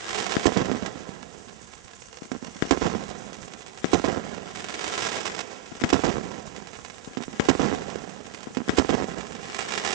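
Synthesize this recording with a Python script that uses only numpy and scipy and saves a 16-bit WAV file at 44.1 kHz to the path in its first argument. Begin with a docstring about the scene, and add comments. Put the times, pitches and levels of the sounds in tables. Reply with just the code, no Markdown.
"""Shells of a firework cake burst overhead at night, each a shock front with echoes.
Stars crackle as they fall, a shower of tiny snaps; lift charges thump low in their tubes.
Ground, walls and trees throw each bang back as echoes and scattered noise, over a wavering night.
Two microphones stand some thirty metres apart; the left hears everything first.
The loudest bangs overload the recorder."""
import sys
import numpy as np
from scipy import signal
from scipy.fft import rfft, irfft
from scipy.io import wavfile
from scipy.ndimage import uniform_filter1d

SR = 44100
rng = np.random.default_rng(int(sys.argv[2]) if len(sys.argv) > 2 else 0)


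def int16_out(signal):
    """Quantize to a 16-bit WAV file."""
    q = np.round(np.clip(np.atleast_2d(signal).T, -1, 1) * 32767)
    wavfile.write(sys.argv[1], SR, q.astype(np.int16))


N = 438351  # length [samples]

# Shell bursts: (left time [s], right time [s], left level [dB], right level [dB]), before the bang's own gain
SHELL_BURSTS = [(.3669, .4566, -5, -2), (2.6235, 2.7095, -4.5, -2.5), (3.8436, 3.9328, -5.5, -2.5),
                (5.8381, 5.9286, -3.5, -2), (7.3975, 7.4866, -2, 0), (8.6935, 8.7835, -4, -1.5)]
# Single reflectors of a burst, a list for left and one for right: (delay [ms], level [dB])
BURST_REFLECTORS = ([(28, -20), (50, -22), (142, -28), (150, -28), (212, -21), (237, -20), (422, -25)],
                    [(64.5, -15), (109, -10), (113, -15), (127, -19), (144, -16), (150, -16), (158, -14),
                    (167, -15), (229, -17), (240, -15)])
GROUND_MS, WALL_MS = 2.7, 14.2  # a burst's first bounces at the right


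def bursts(side):
    """Each shell is a shock front with close bounces and echoes; its click also feeds the scatter."""
    rows = np.transpose(SHELL_BURSTS)
    s, size = rows[side], amp(rows[2 + side])
    clicks = train(s, size)
    if side == 0:
        pulse = dulled(blast(.4, 270, .022, -7, .35), 4000) * amp(3)
        bounces = train(s + .00055, size * amp(-1))
        far_hz = 1400
    else:
        pulse = blast(1.4, 270, .03, -4) * amp(9)
        ground = train(s + GROUND_MS / 1000, size)
        wall = train(s + WALL_MS / 1000, size * amp(-5))
        bounces = ground + wall
        far_hz = 2000
    bang = echoed(clicks, BURST_REFLECTORS[side], pulse, far_hz)
    return clicks, bang + signal.oaconvolve(bounces, pulse)[:N]


# Crackling stars placed one by one, loud and quiet: (right time [s], right level [dB])
PLACED_STARS = [(0.091, -17), (0.1075, -7.5), (0.122, -22), (0.1413, -14), (0.1465, -5), (0.1525, -6.5),
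                (0.1606, -18), (0.176, -11), (0.181, -8), (0.1883, -8), (0.2249, -6.5), (0.266, -3.5),
                (0.2955, -9), (0.3085, -11), (0.3139, -8), (0.3215, -1), (0.3268, -16), (0.3398, -10),
                (0.3537, -10.5), (0.3965, -8), (0.4432, -7.5), (0.8615, -7), (1.2293, -17), (1.2394, -26),
                (1.4056, -31), (1.4656, -37), (1.484, -23), (1.4912, -26), (1.677, -34), (1.7294, -25),
                (1.737, -21), (1.754, -28), (1.881, -21.5), (1.8914, -31), (1.9126, -24), (1.9343, -21.5),
                (2.021, -20), (2.113, -37), (2.1287, -19.5), (2.1718, -16.5), (2.2319, -20), (2.2526, -23),
                (2.4475, -16), (2.4693, -18.5), (2.473, -23), (2.5473, -23.5), (2.5661, -17.5),
                (3.0384, -17), (3.1023, -17), (3.152, -23.5), (3.3312, -18), (3.3433, -18), (3.43, -18),
                (3.4813, -20), (3.5369, -14.5), (3.6116, -26), (3.6208, -19.5), (3.6637, -18),
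                (3.6824, -22), (3.7753, -17.5), (4.347, -16), (4.4405, -33), (4.559, -12), (4.573, -13),
                (4.6041, -12), (4.6434, -10), (4.6863, -10), (4.7031, -13), (4.7416, -9), (4.7938, -8.5),
                (4.8131, -14), (4.831, -13), (4.8433, -4.5), (4.8606, -15), (4.8788, -7), (4.9032, -14),
                (4.9388, -5.5), (4.9533, -8), (4.964, -15), (4.9788, -2.5), (5.0082, -7), (5.0228, -4),
                (5.0308, -4.5), (5.0506, -3.5), (5.0621, -8), (5.0683, -4.5), (5.074, -10), (5.0885, -6),
                (5.1189, -7.5), (5.1288, -10), (5.1667, -7), (5.1861, -18), (5.2068, -11), (5.256, -3.5),
                (5.2657, -6.5), (5.2774, -5), (5.2938, -26.5), (5.349, -9), (5.3814, -13.5), (5.3916, -3.5),
                (5.4108, -8.5), (5.659, -21), (5.6768, -27), (5.7525, -18), (5.7746, -29), (5.9023, -3),
                (6.3556, -29), (6.482, -25), (6.5636, -14.5), (6.6722, -16), (6.7327, -19), (6.7539, -19),
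                (6.8491, -13.5), (6.8827, -24), (6.9, -16.5), (6.9827, -20.5), (7.0468, -20),
                (7.2242, -13.5), (7.236, -12), (7.33, -18), (7.4524, -12.5), (7.7485, -13), (7.901, -14),
                (7.958, -19.5), (8.0948, -18.5), (8.2685, -19.5), (8.338, -19), (8.3467, -14),
                (8.3748, -20), (8.4063, -19), (8.4311, -15.5), (8.5487, -17), (8.7759, -2.5),
                (9.1832, -16.5), (9.21, -15), (9.269, -18), (9.3218, -17.5), (9.3517, -17), (9.4307, -17.5),
                (9.5465, -7.5), (9.5902, -4), (9.6076, -8.5), (9.6145, -10.5), (9.6248, -14), (9.6896, -12),
                (9.7121, -13), (9.722, -6.5), (9.7381, -5), (9.7524, -8), (9.7775, -1.5), (9.8496, -1),
                (9.8552, -8), (9.8647, -8), (9.8757, -2.5), (9.8896, -5.5), (9.9078, -5), (9.918, -9),
                (9.93, -4)]
FILL_WITHIN_S, FILL_DB, FILL_SPREAD_DB = .016, -3, 6  # random weaker snaps strewn around each placed star
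SPARKS_PER_S, SPARK_SPREAD_DB = 1200, 4.0  # fine crackle
STRAYS_PER_S, STRAY_DB, STRAY_SPREAD_DB = 14, -27, 2.5  # lone small stars
POPS_PER_S, POP_OVER_DB = 40, 19.5  # middling stars, and their height over the shower's sparks
LEFT_LEAD_S, LEFT_LEAD_SPREAD_S = .086, .007  # the left hears each star sooner
LEFT_DB, LEFT_SPREAD_DB = -12, 3.5  # and fainter


def stars():
    """Sharp snaps, large and small, each with a bounce off the ground."""
    s, db = np.transpose(PLACED_STARS)
    fill = rng.random((len(s), 2))
    fill_s = s + FILL_WITHIN_S * (2 * fill[:, 0] - 1)
    fill_db = db + FILL_DB - FILL_SPREAD_DB * fill[:, 1]

    spark_s, spark = chance(round(SPARKS_PER_S * N / SR))
    spark_db = haze_db(spark_s) + SPARK_SPREAD_DB * spark
    stray_s, stray = chance(round(STRAYS_PER_S * N / SR))
    stray_db = STRAY_DB + STRAY_SPREAD_DB * (stray - 1)
    pop_s, pop = chance(round(POPS_PER_S * N / SR))
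    pop_db = shower_db(pop_s) + POP_OVER_DB + np.minimum(pop, 2)

    right_s = np.r_[s, fill_s, spark_s, stray_s, pop_s]
    right_db = np.r_[db, fill_db, spark_db, stray_db, pop_db]
    spread = rng.random((len(right_s), 4))
    left_s = right_s - LEFT_LEAD_S - LEFT_LEAD_SPREAD_S * spread[:, 2]
    left_db = right_db + LEFT_DB + LEFT_SPREAD_DB * spread[:, 3]
    left_ground_s = .0005 + .0002 * spread[:, 0]
    right_ground_s = .0021 + .0009 * spread[:, 1]

    snap = blast(0.12, 550, 0.005, -14)
    sides = []
    for at_s, level_db, ground_s, ground_db in ((left_s, left_db, left_ground_s, -4),
                                                (right_s, right_db, right_ground_s, -3)):
        size = amp(level_db)
        straight = train(at_s, size)
        bounce = train(at_s + ground_s, size * amp(ground_db))
        sides.append((straight, signal.oaconvolve(straight + bounce, snap)[:N]))
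    return sides


# Showers of crackle: (start [s], full [s], fading [s], over [s], level of a spark before its spread [dB])
CRACKLE_SHOWERS = [(-.1, 0.128, 0.35, 0.82, -28.5), (4.452, 4.914, 5.2, 5.4, -31.5),
                   (9.34, 9.65, 9.95, 10.3, -32)]
SHOWER_EDGE_DB = -12.5  # level at the start and end of a shower, against its full level


def shower_db(s):
    """Each shower swells, holds and thins out."""
    edge = [-99, SHOWER_EDGE_DB, 0, 0, SHOWER_EDGE_DB, -99]
    levels = []
    for start, full, fading, over, db in CRACKLE_SHOWERS:
        times = [start - .05, start, full, fading, over, over + .05]
        levels.append(db + np.interp(s, times, edge))
    return np.max(levels, axis=0)


FLARE_DB, FLARE_FADE_DB_PER_S = -30, 33  # sparks that each burst throws out
FLARE_RISE_S = 0.18  # time to rise 20 dB
EMBER_DB = -45.5  # sparks that never stop


def haze_db(s):
    """Level of the fine sparks: the strongest of showers, the flare of each burst, and embers."""
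    late = s[:, None] - np.transpose(SHELL_BURSTS)[1]
    rise = 20 * np.minimum(late, 0) / FLARE_RISE_S
    flare = FLARE_DB - FLARE_FADE_DB_PER_S * np.maximum(late, 0) + rise
    return np.max([shower_db(s), flare.max(axis=1), np.full(len(s), EMBER_DB)], axis=0)


def chance(count):
    """Random moments, and sizes that are mostly small."""
    draw = rng.random((count, 2))
    return draw[:, 0] * N / SR, np.minimum(-np.log(draw[:, 1]), 3.5)


# Lift charges: (left time [s], right time [s], left level [dB], right level [dB]), before the thump's own gain
LIFT_CHARGES = [(0.618, 0.7155, -17, -9), (2.2204, 2.317, -23, -14), (5.717, 5.8168, -23.5, -14),
                (7.0745, 7.172, -23, -13), (8.471, 8.5707, -20.5, -10)]
# Single reflectors of a lift charge, a list for left and one for right: (delay [ms], level [dB])
LIFT_REFLECTORS = ([(6, -14), (36, -9), (221, -13), (253, -17)], [(8, -12), (15, -11), (33, -6), (46, -9),
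                   (109, -7), (165, -11), (241, -14)])


def lifts(side):
    """Each lift charge is a soft low thump from the tube: a dulled push with a strong low swing."""
    rows = np.transpose(LIFT_CHARGES)
    clicks = train(rows[side], amp(rows[2 + side]))
    thump = dulled(blast(.3, 255, .04, 7, .8), [1200, 5000][side]) * amp(-6)
    return clicks, echoed(clicks, LIFT_REFLECTORS[side], thump, [800, 2200][side])


def blast(push_ms, ring_hz, ring_t60, ring_db, ring_lag_ms=0):
    """A shock front: a push, a longer suck, and a low swing that dies fast (ring_t60 in seconds)."""
    t = np.arange(1500) / SR
    u = t * 1000 / push_ms
    swing = np.sin(2 * np.pi * ring_hz * (t - ring_lag_ms / 1000))
    return (1 - u) * np.exp(-u) - amp(ring_db - 60 * t / ring_t60) * swing


def echoed(clicks, echoes, pulse, far_hz):
    """The pulse straight, then duller from each reflector."""
    delay_ms, db = np.transpose(echoes)
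    taps = train(delay_ms / 1000, amp(db))[:SR // 2]
    far = dulled(signal.oaconvolve(clicks, taps)[:N], far_hz)
    return signal.oaconvolve(clicks + far, pulse)[:N]


# Spectrum of the low roll: (frequency [Hz], relative level [dB])
ROLL_SPECTRUM = [(20, -32.5), (45, -5.5), (120, -10), (200, 3), (400, -3.5), (600, -5), (1200, -13.5),
                 (2000, -18.5), (3500, -69)]
# Spectrum of the high rustle: (frequency [Hz], relative level [dB])
RUSTLE_SPECTRUM = [(400, -23), (900, -13), (1600, 12.5), (3000, 11), (4300, 7), (6400, 7), (8000, 2.5),
                   (9500, -79)]


def scattered(side, low, high):
    """Countless small reflectors: low clicks set off the roll, high clicks the rustle.
    The air and the place of the bang change, so each second of clicks has its own scatter."""
    t = np.arange(2 * SR) / SR
    out = np.zeros(N + 4 * SR)
    roll_gain = scatter_gain(t, side, column=1)
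    rustle_gain = scatter_gain(t, side, column=2)
    for start in range(0, N, SR):
        unevenness = evened(uniform_filter1d(rng.standard_normal(len(t)), 150))
        lumps = amp(3.63 * unevenness)
        roll = noise(ROLL_SPECTRUM, len(t)) * roll_gain * lumps
        rustle = noise(RUSTLE_SPECTRUM, len(t)) * rustle_gain * lumps
        part = signal.fftconvolve(low[start:start + SR], roll)
        part = part + signal.fftconvolve(high[start:start + SR], rustle)
        out[start:start + len(part)] += part
    return out[:N]


# Groups of small reflectors, a list for left and one for right:
# (delay [s], roll level [dB], rustle level [dB], time to die by 60 dB [s])
REFLECTOR_GROUPS = ([(.004, -19, -28, .1), (.03, -31.5, -48.5, 0.47), (.215, -29.5, -51.5, .25),
                    (.3, -37, -61.5, 1.2)], [(.005, -13.5, -13.5, 0.051), (.022, -19, -39.5, 0.19),
                    (.114, -16.5, -27, .2), (.152, -19.5, -32, 0.29), (.19, -23.5, -37.5, .3),
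                    (.245, -25, -40.5, 0.24), (.385, -35.5, -48, 0.94), (.3, -31.5, -43.5, 2.92)])
SCATTER_RISE_S = .014  # time to rise 20 dB


def scatter_gain(t, side, column):
    """Gain over delay: each group of reflectors swells up to its delay, then dies away."""
    power = 0
    for row in REFLECTOR_GROUPS[side]:
        late = t - row[0]
        rise = 20 * np.minimum(late, 0) / SCATTER_RISE_S
        fall = -60 * np.maximum(late, 0) / row[3]
        power = power + amp(row[column] + fall + rise) ** 2
    return np.sqrt(power)


# Spectrum of the night background: (frequency [Hz], relative level per Hz [dB])
NIGHT_SPECTRUM = [(24, -11), (40, 29.5), (442, 7), (611, -8), (770, -24.5), (4670, 3), (6300, 11.5),
                  (8710, 7.5), (10000, -50), (13000, -94), (22000, -120)]
NIGHT_WAVER_DB, NIGHT_WAVER_S = 4, 0.02  # rms depth of the waver, and the time it is smoothed over


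def night(side):
    """Coloured noise whose level is never quite steady."""
    waver = evened(uniform_filter1d(rng.standard_normal(N), round(NIGHT_WAVER_S * SR)))
    return amp([-58, -52][side] + NIGHT_WAVER_DB * waver) * noise(NIGHT_SPECTRUM, N)


def amp(db):
    """Amplitude of a level in dB."""
    return 10 ** (np.asarray(db, float) / 20)


def evened(x):
    """The signal scaled to rms 1."""
    return x / np.sqrt(np.mean(x ** 2) + 1e-20)


def noise(points, size):
    """Noise of rms 1 with the given spectrum."""
    hz = np.fft.rfftfreq(size, 1 / SR)
    f, db = np.transpose(points)
    colour = amp(np.interp(np.log(hz + 1), np.log(f), db))
    return evened(irfft(rfft(rng.standard_normal(size)) * colour, size))


def train(s, size):
    """Clicks of the given sizes at the given times in seconds."""
    at = np.round(np.asarray(s) * SR).astype(int)
    inside = (at >= 0) & (at < N)
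    return np.bincount(at[inside], (size * np.ones(len(at)))[inside], N)


def dulled(x, hz):
    """A gentle low-pass takes off the treble."""
    return signal.lfilter(*signal.butter(2, min(hz, 20000), fs=SR), x)


def scene():
    """Mix the bangs, thumps, crackle, their scatter and the night for left and right."""
    out = np.zeros((2, N))
    star_sides = stars()
    for side in range(2):
        burst_at, burst = bursts(side)
        lift_at, lift = lifts(side)
        star_at, star = star_sides[side]
        thin_at = signal.lfilter(*signal.butter(2, 280, "high", fs=SR), star_at)  # small snaps hold no bass
        low = burst_at + amp([3, -6][side]) * lift_at + amp([-9, -18][side]) * thin_at
        high = burst_at + amp([-2, -9][side]) * lift_at + amp([-2, -14][side]) * star_at
        out[side] = burst + lift + star + scattered(side, low, high) + night(side)
    return out


EDGE_HZ = 10300  # upper band limit


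def record(dry):
    """Overload, a faint inverted repeat, some treble shared between the two sides, a treble dip, band limits."""
    x = dry / (1 + (dry / .55) ** 4) ** .25  # soft overload towards .55
    lag = round(.00335 * SR)
    x = x - .25 * np.pad(x, ((0, 0), (lag, 0)))[:, :N]
    other_side = x[::-1]
    x = x + .2 * signal.lfilter(*signal.butter(2, [3500, 8000], "band", fs=SR), other_side)
    x = x - .35 * signal.lfilter(*signal.iirpeak(4300, 5, fs=SR), x)
    x = signal.lfilter(*signal.butter(2, 58, "high", fs=SR), x)
    slope = signal.firwin(45, 8550, window=("kaiser", 4), fs=SR)
    x = signal.oaconvolve(x, slope[None], "same")
    edge = signal.firwin(511, EDGE_HZ, window=("kaiser", 9), fs=SR)
    return signal.oaconvolve(x, edge[None], "same")


dry = scene()
out = record(dry)
int16_out(out)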